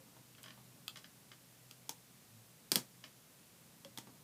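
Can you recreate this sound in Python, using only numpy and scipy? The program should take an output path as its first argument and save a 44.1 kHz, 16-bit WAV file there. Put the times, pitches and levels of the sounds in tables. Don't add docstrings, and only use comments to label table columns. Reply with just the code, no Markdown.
import sys
import numpy as np
from scipy import signal
from scipy.fft import rfft, irfft, next_fast_len
from scipy.io import wavfile
from scipy.ndimage import map_coordinates

SR = 44100
rng = np.random.default_rng(int(sys.argv[2]) if len(sys.argv) > 2 else 0)


def file_out(sig):
    cols = np.atleast_2d(sig).T
    lim = np.clip(cols, -1, 1)
    pcm = np.round(lim * 32767).astype(np.int16)
    wavfile.write(sys.argv[1], SR, pcm)


N = 186543
TIME = np.arange(N) / SR
HIT = np.arange(SR // 3) / SR

# (time [s], level [dB], treble [dB], case thump [dB], peg ring [dB],
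# frame knock [dB], bite [Hz])
SNAP_EVENTS = [(1.8931, -32.5, 4.5, -13.5, -4.5, -4.5, 6100), (2.718, -21.5, 6, -7, -4, -15, 4960),
               (2.7572, -18.5, 2, -6.5, 3.5, -27, 4800), (3.8481, -41.5, -10.5, -6, -10, -7.5, 3000),
               (3.9751, -36.5, -1, -6, -1, -6.5, 3070), (3.9850, -36, -2, -14, -21, -8, 3250)]
# (time [s], level [dB], treble [dB], slips [count])
CREAK_EVENTS = [(.382, -51, -14, 1), (.439, -44.5, -1, 4), (0.958, -44, 8, 1), (.971, -45.5, 17, 1),
                (1.043, -46, 4, 1), (1.316, -44.5, -3, 1), (3.0394, -41.5, 8, 1)]
# (time [s], level [dB], treble [dB], case thump [dB], bite [Hz])
TAP_EVENTS = [(0.3502, -56, -12, -17, 2670), (0.431, -55.5, 20.5, -23, 8400), (0.8801, -34, 6, -39, 3860),
              (1.711, -45.5, 5.5, -8, 5600)]
# (time [s], level [dB])
BUMP_EVENTS = [(.073, -56.5), (.166, -50.5), (.576, -50.5), (4.071, -47.5)]
# (time [s], pitch [Hz], level [dB], t60 [s])
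TWANG_EVENTS = [(0, 528, -62.5, 0.22), (.8805, 1300, -50.5, 0.081), (3.8515, 552, -46, 0.11)]

# (frequency [Hz], mean relative level [dB])
PEG_MODES = [(1150, -9), (1610, -7.5), (2620, -6), (3390, 9), (4110, 0), (4650, 3.5), (5050, -1), (5600, 6),
             (8200, 4.5), (8730, 6.5), (9900, 4), (12400, 8.5), (13300, -10), (14200, 6)]
# (frequency [Hz], mean relative level [dB])
FRAME_MODES = [(290, -1.5), (490, -1.5), (900, 6.5), (1180, 0.5), (2050, -0.5), (3300, -14)]
# (frequency [Hz], mean relative level [dB])
BASE_MODES = [(620, -14), (1110, -10), (1550, -17), (1780, -7), (2130, -8), (2500, -34), (3020, -1),
              (3280, -3.5), (3910, -7.5), (4890, -4.5), (5670, -17)]
# (frequency [Hz], mean relative level [dB])
HOOK_MODES = [(1220, -6.5), (1420, -9.5), (2620, 2), (3300, 4), (4100, -4.5), (4700, -0.5), (6600, -11),
              (8680, -8), (12400, -4), (13200, -4)]
# (frequency [Hz], mean relative level [dB])
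CASE_MODES = [(128, -5.5), (158, -1), (203, 0), (245, 1.5), (297, -3), (380, -10), (510, -3.5), (660, -22)]
# (frequency [Hz], relative level [dB])
THUD_SPECTRUM = [(90, -34), (150, -7), (320, 8.5), (480, -7.5), (1200, -2.5), (1700, -26), (5000, -42)]
# (frequency [Hz], relative level [dB])
CRACK_SPECTRUM = [(150, -2), (700, -2.5), (1900, 0), (3200, -0.5), (5000, 1), (7000, 2), (10500, -4),
                  (13000, -6), (15500, -4.5)]
# (frequency [Hz], relative level [dB])
SCUFF_SPECTRUM = [(150, -38), (600, -25.5), (1500, -10.5), (3200, -16), (5500, -17), (6600, -25),
                  (15000, -45)]
# (frequency [Hz], relative level [dB])
HISS_SPECTRUM = [(180, -3.5), (300, -4.5), (326, -7.5), (360, -11.5), (390, -6.5), (525, -6), (609, -8),
                 (1050, -11), (2160, -11), (3370, -11.5), (10100, -11.5), (14100, -12.5), (15300, -16)]
# (frequency [Hz], relative level [dB])
RUSTLE_SPECTRUM = [(25, -17), (50, -10), (85, -5.5), (115, 0.5), (170, 3), (240, -3), (330, -9.5),
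                   (500, -15.5), (1200, -18.5), (4000, -69)]
# (time [s], level [dB])
RUSTLE_LEVEL = [(0.0, -67.5), (0.47, -67), (2.0, -71.5), (3.56, -69), (3.88, -69), (4.23, -64)]
# (frequency [Hz], t60 [s])
ROOM_DECAY = [(150, 0.17), (500, 0.21), (2000, 0.13), (5000, 0.12), (9000, 0.13), (15000, 0.089)]

SLIP_GAP_S, SLIP_SLOWING, SLIP_LOSS_DB, CREAK_THUMP_DB = 0.0204, 1.083, 0.5, -11
RUSTLE_WANDER_DB, RUSTLE_KNOTS_PER_S = 1.5, 7
HUM_BASE_DB, HUM_FADE_DB_PER_S = -68, 1.8
SWELL_DB, SWELL_PERIOD_S, SWELL_PEAK_S = 4, 1.17, 0.53
TOP_HZ = 15450


def amp(db):
    return 10 ** (np.asarray(db) / 20)


def along(points, hz):
    f, v = np.transpose(points)
    return np.interp(np.log(hz + 1), np.log(f), v)


def curve(rows):
    return np.interp(TIME, *np.transpose(rows))


def filtered(x, response):
    n = x.shape[-1]
    m = next_fast_len(n + 8192)
    spectrum = rfft(x, m) * response(np.fft.rfftfreq(m, 1 / SR))
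    return irfft(spectrum, m)[..., :n]


def noise(spectrum, size):
    x = filtered(rng.standard_normal(size), lambda hz: amp(along(spectrum, hz)))
    return x / x.std()


def tone(hz):
    return np.sqrt(2) * np.sin(2 * np.pi * (hz * TIME + rng.random()))


def wobble(knots_per_s):
    return map_coordinates(rng.standard_normal(256), [TIME * knots_per_s], mode="mirror")


def unit_energy(x):
    return x / np.linalg.norm(x)


def add(track, start_s, sound):
    part = track[max(round(start_s * SR), 0):][:len(sound)]
    part += sound[:len(part)]


def ring(modes, t60_1khz_s, attack_s):
    hz, db = np.transpose(modes)[:, :, None]
    t60_s = t60_1khz_s * np.sqrt(1000 / hz)
    level_db = db + rng.standard_normal(hz.shape) - 60 * HIT / t60_s
    waves = amp(level_db) * np.sin(2 * np.pi * hz * HIT)
    swing = waves[::2].sum(0) - waves[1::2].sum(0)
    return unit_energy(swing * (1 - np.exp(-HIT / attack_s)))


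def burst(spectrum, t60_s):
    return unit_energy(noise(spectrum, len(HIT)) * amp(-60 * HIT / t60_s))


def bite(click, hz, boost_db, octaves):
    def peak(f):
        offset = np.log2((f + 1) / hz) / octaves
        return amp(boost_db * np.exp(-offset ** 2 / 2))
    return filtered(click, peak)


def in_room(x, wet_db, gap_s=0.0028, build_s=0.01):
    hz, t, z = signal.stft(rng.standard_normal(len(HIT)), SR, nperseg=256)
    decay = amp(-60 * t / along(ROOM_DECAY, hz)[:, None])
    tail = signal.istft(z * decay, SR, nperseg=256)[1][:len(HIT)]
    tail *= np.clip((HIT - gap_s) / build_s, 0, 1)
    return x + amp(wet_db) * signal.fftconvolve(x, unit_energy(tail))[:len(x)]


def contact(click, treble_db, thump_db, wet_db, edge_hz=6500, thud_db=-2):
    bright = filtered(click, lambda hz: amp(treble_db * hz ** 4 / (hz ** 4 + edge_hz ** 4)))
    case = ring(CASE_MODES, t60_1khz_s=0.039, attack_s=0.0012)
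    thud = amp(thud_db) * burst(THUD_SPECTRUM, t60_s=0.072)
    return in_room(bright + amp(thump_db) * unit_energy(case + thud), wet_db)


def low_swell(peak_s=2.365, width_s=0.053, pitch_hz=112, level_db=-61, octave_db=-9):
    envelope = np.exp(-((TIME - peak_s) / width_s) ** 2 / 2)
    return amp(level_db) * envelope * (tone(pitch_hz) + amp(octave_db) * tone(2 * pitch_hz))


def background(hiss_db=-63.5, rustle_gain_db=1.0, hum_hz=124.5, mains_hz=60, mains_db=-74.0):
    hiss = amp(hiss_db) * noise(HISS_SPECTRUM, N)
    wander_db = RUSTLE_WANDER_DB * wobble(RUSTLE_KNOTS_PER_S)
    rustle_db = curve(RUSTLE_LEVEL) + rustle_gain_db + wander_db
    rustle = amp(rustle_db) * noise(RUSTLE_SPECTRUM, N)
    swell_db = SWELL_DB * np.cos(2 * np.pi * (TIME - SWELL_PEAK_S) / SWELL_PERIOD_S)
    hum = amp(HUM_BASE_DB - HUM_FADE_DB_PER_S * TIME + swell_db) * tone(hum_hz)
    mains = amp(mains_db) * tone(mains_hz)
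    return hiss + rustle + hum + mains + low_swell()


def twangs():
    track = np.zeros(N)
    for start_s, hz, db, t60_s in TWANG_EVENTS:
        note = amp(db - 60 * HIT / t60_s) * np.sin(2 * np.pi * hz * HIT)
        add(track, start_s, note * (1 - np.exp(-HIT / 0.0024)))
    return track


def bumps(gain_db=16, scuff_db=-6, knock_db=-6):
    track = np.zeros(N)
    for start_s, db in BUMP_EVENTS:
        scuff = amp(scuff_db) * burst(SCUFF_SPECTRUM, t60_s=0.058)
        knock = amp(knock_db) * ring(FRAME_MODES, t60_1khz_s=0.025, attack_s=0.00071)
        sound = contact(scuff + knock, treble_db=-8, thump_db=0.0, wet_db=-7.0)
        add(track, start_s, amp(db + gain_db) * sound)
    return track


def taps(gain_db=16):
    track = np.zeros(N)
    for start_s, db, treble_db, thump_db, bite_hz in TAP_EVENTS:
        hook = ring(HOOK_MODES, t60_1khz_s=0.024, attack_s=0.0002)
        click = unit_energy(hook + amp(-5) * burst(CRACK_SPECTRUM, t60_s=0.024))
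        sound = bite(click, bite_hz, boost_db=6, octaves=0.21)
        add(track, start_s, amp(db + gain_db) * contact(sound, treble_db, thump_db, wet_db=-9.5))
    return track


def creaks(gain_db=16):
    track = np.zeros(N)
    for start_s, db, treble_db, slips in CREAK_EVENTS:
        for k in range(round(slips)):
            base = ring(BASE_MODES, t60_1khz_s=0.035, attack_s=0.001)
            slip = unit_energy(base + amp(-4) * burst(SCUFF_SPECTRUM, t60_s=0.037))
            rasp = amp(-4.5) * burst(SCUFF_SPECTRUM, t60_s=0.14)
            sound = contact(slip + rasp, treble_db, CREAK_THUMP_DB, wet_db=-8.0)
            add(track, start_s, amp(db + gain_db - SLIP_LOSS_DB * k) * sound)
            start_s = start_s + SLIP_GAP_S * SLIP_SLOWING ** k
    return track


def snaps(gain_db=16):
    track = np.zeros(N)
    for start_s, db, treble_db, thump_db, peg_db, knock_db, bite_hz in SNAP_EVENTS:
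        snap = amp(-6.5) * burst(CRACK_SPECTRUM, t60_s=0.0011)
        crackle = amp(-4) * burst(CRACK_SPECTRUM, t60_s=0.029)
        peg = amp(peg_db) * ring(PEG_MODES, t60_1khz_s=0.027, attack_s=0.0002)
        click = bite(unit_energy(snap + crackle + peg), bite_hz, boost_db=6.5, octaves=0.15)
        knock = amp(knock_db) * ring(FRAME_MODES, t60_1khz_s=0.022, attack_s=0.00009)
        shiver = amp(-8) * burst(CRACK_SPECTRUM, t60_s=0.17)
        sound = contact(click + knock + shiver, treble_db, thump_db, wet_db=-12)
        add(track, start_s, amp(db + gain_db) * sound)
    return track


def scene():
    mono = background() + twangs() + bumps() + taps() + creaks() + snaps()
    return np.array([mono, mono])


def record(dry, low_cut_hz=105):
    high_pass = signal.butter(3, low_cut_hz, "highpass", fs=SR, output="sos")
    thin = signal.sosfilt(high_pass, dry)
    return filtered(thin, lambda hz: 1 / np.sqrt(1 + (hz / TOP_HZ) ** 300))


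dry = scene()
out = record(dry)
file_out(out)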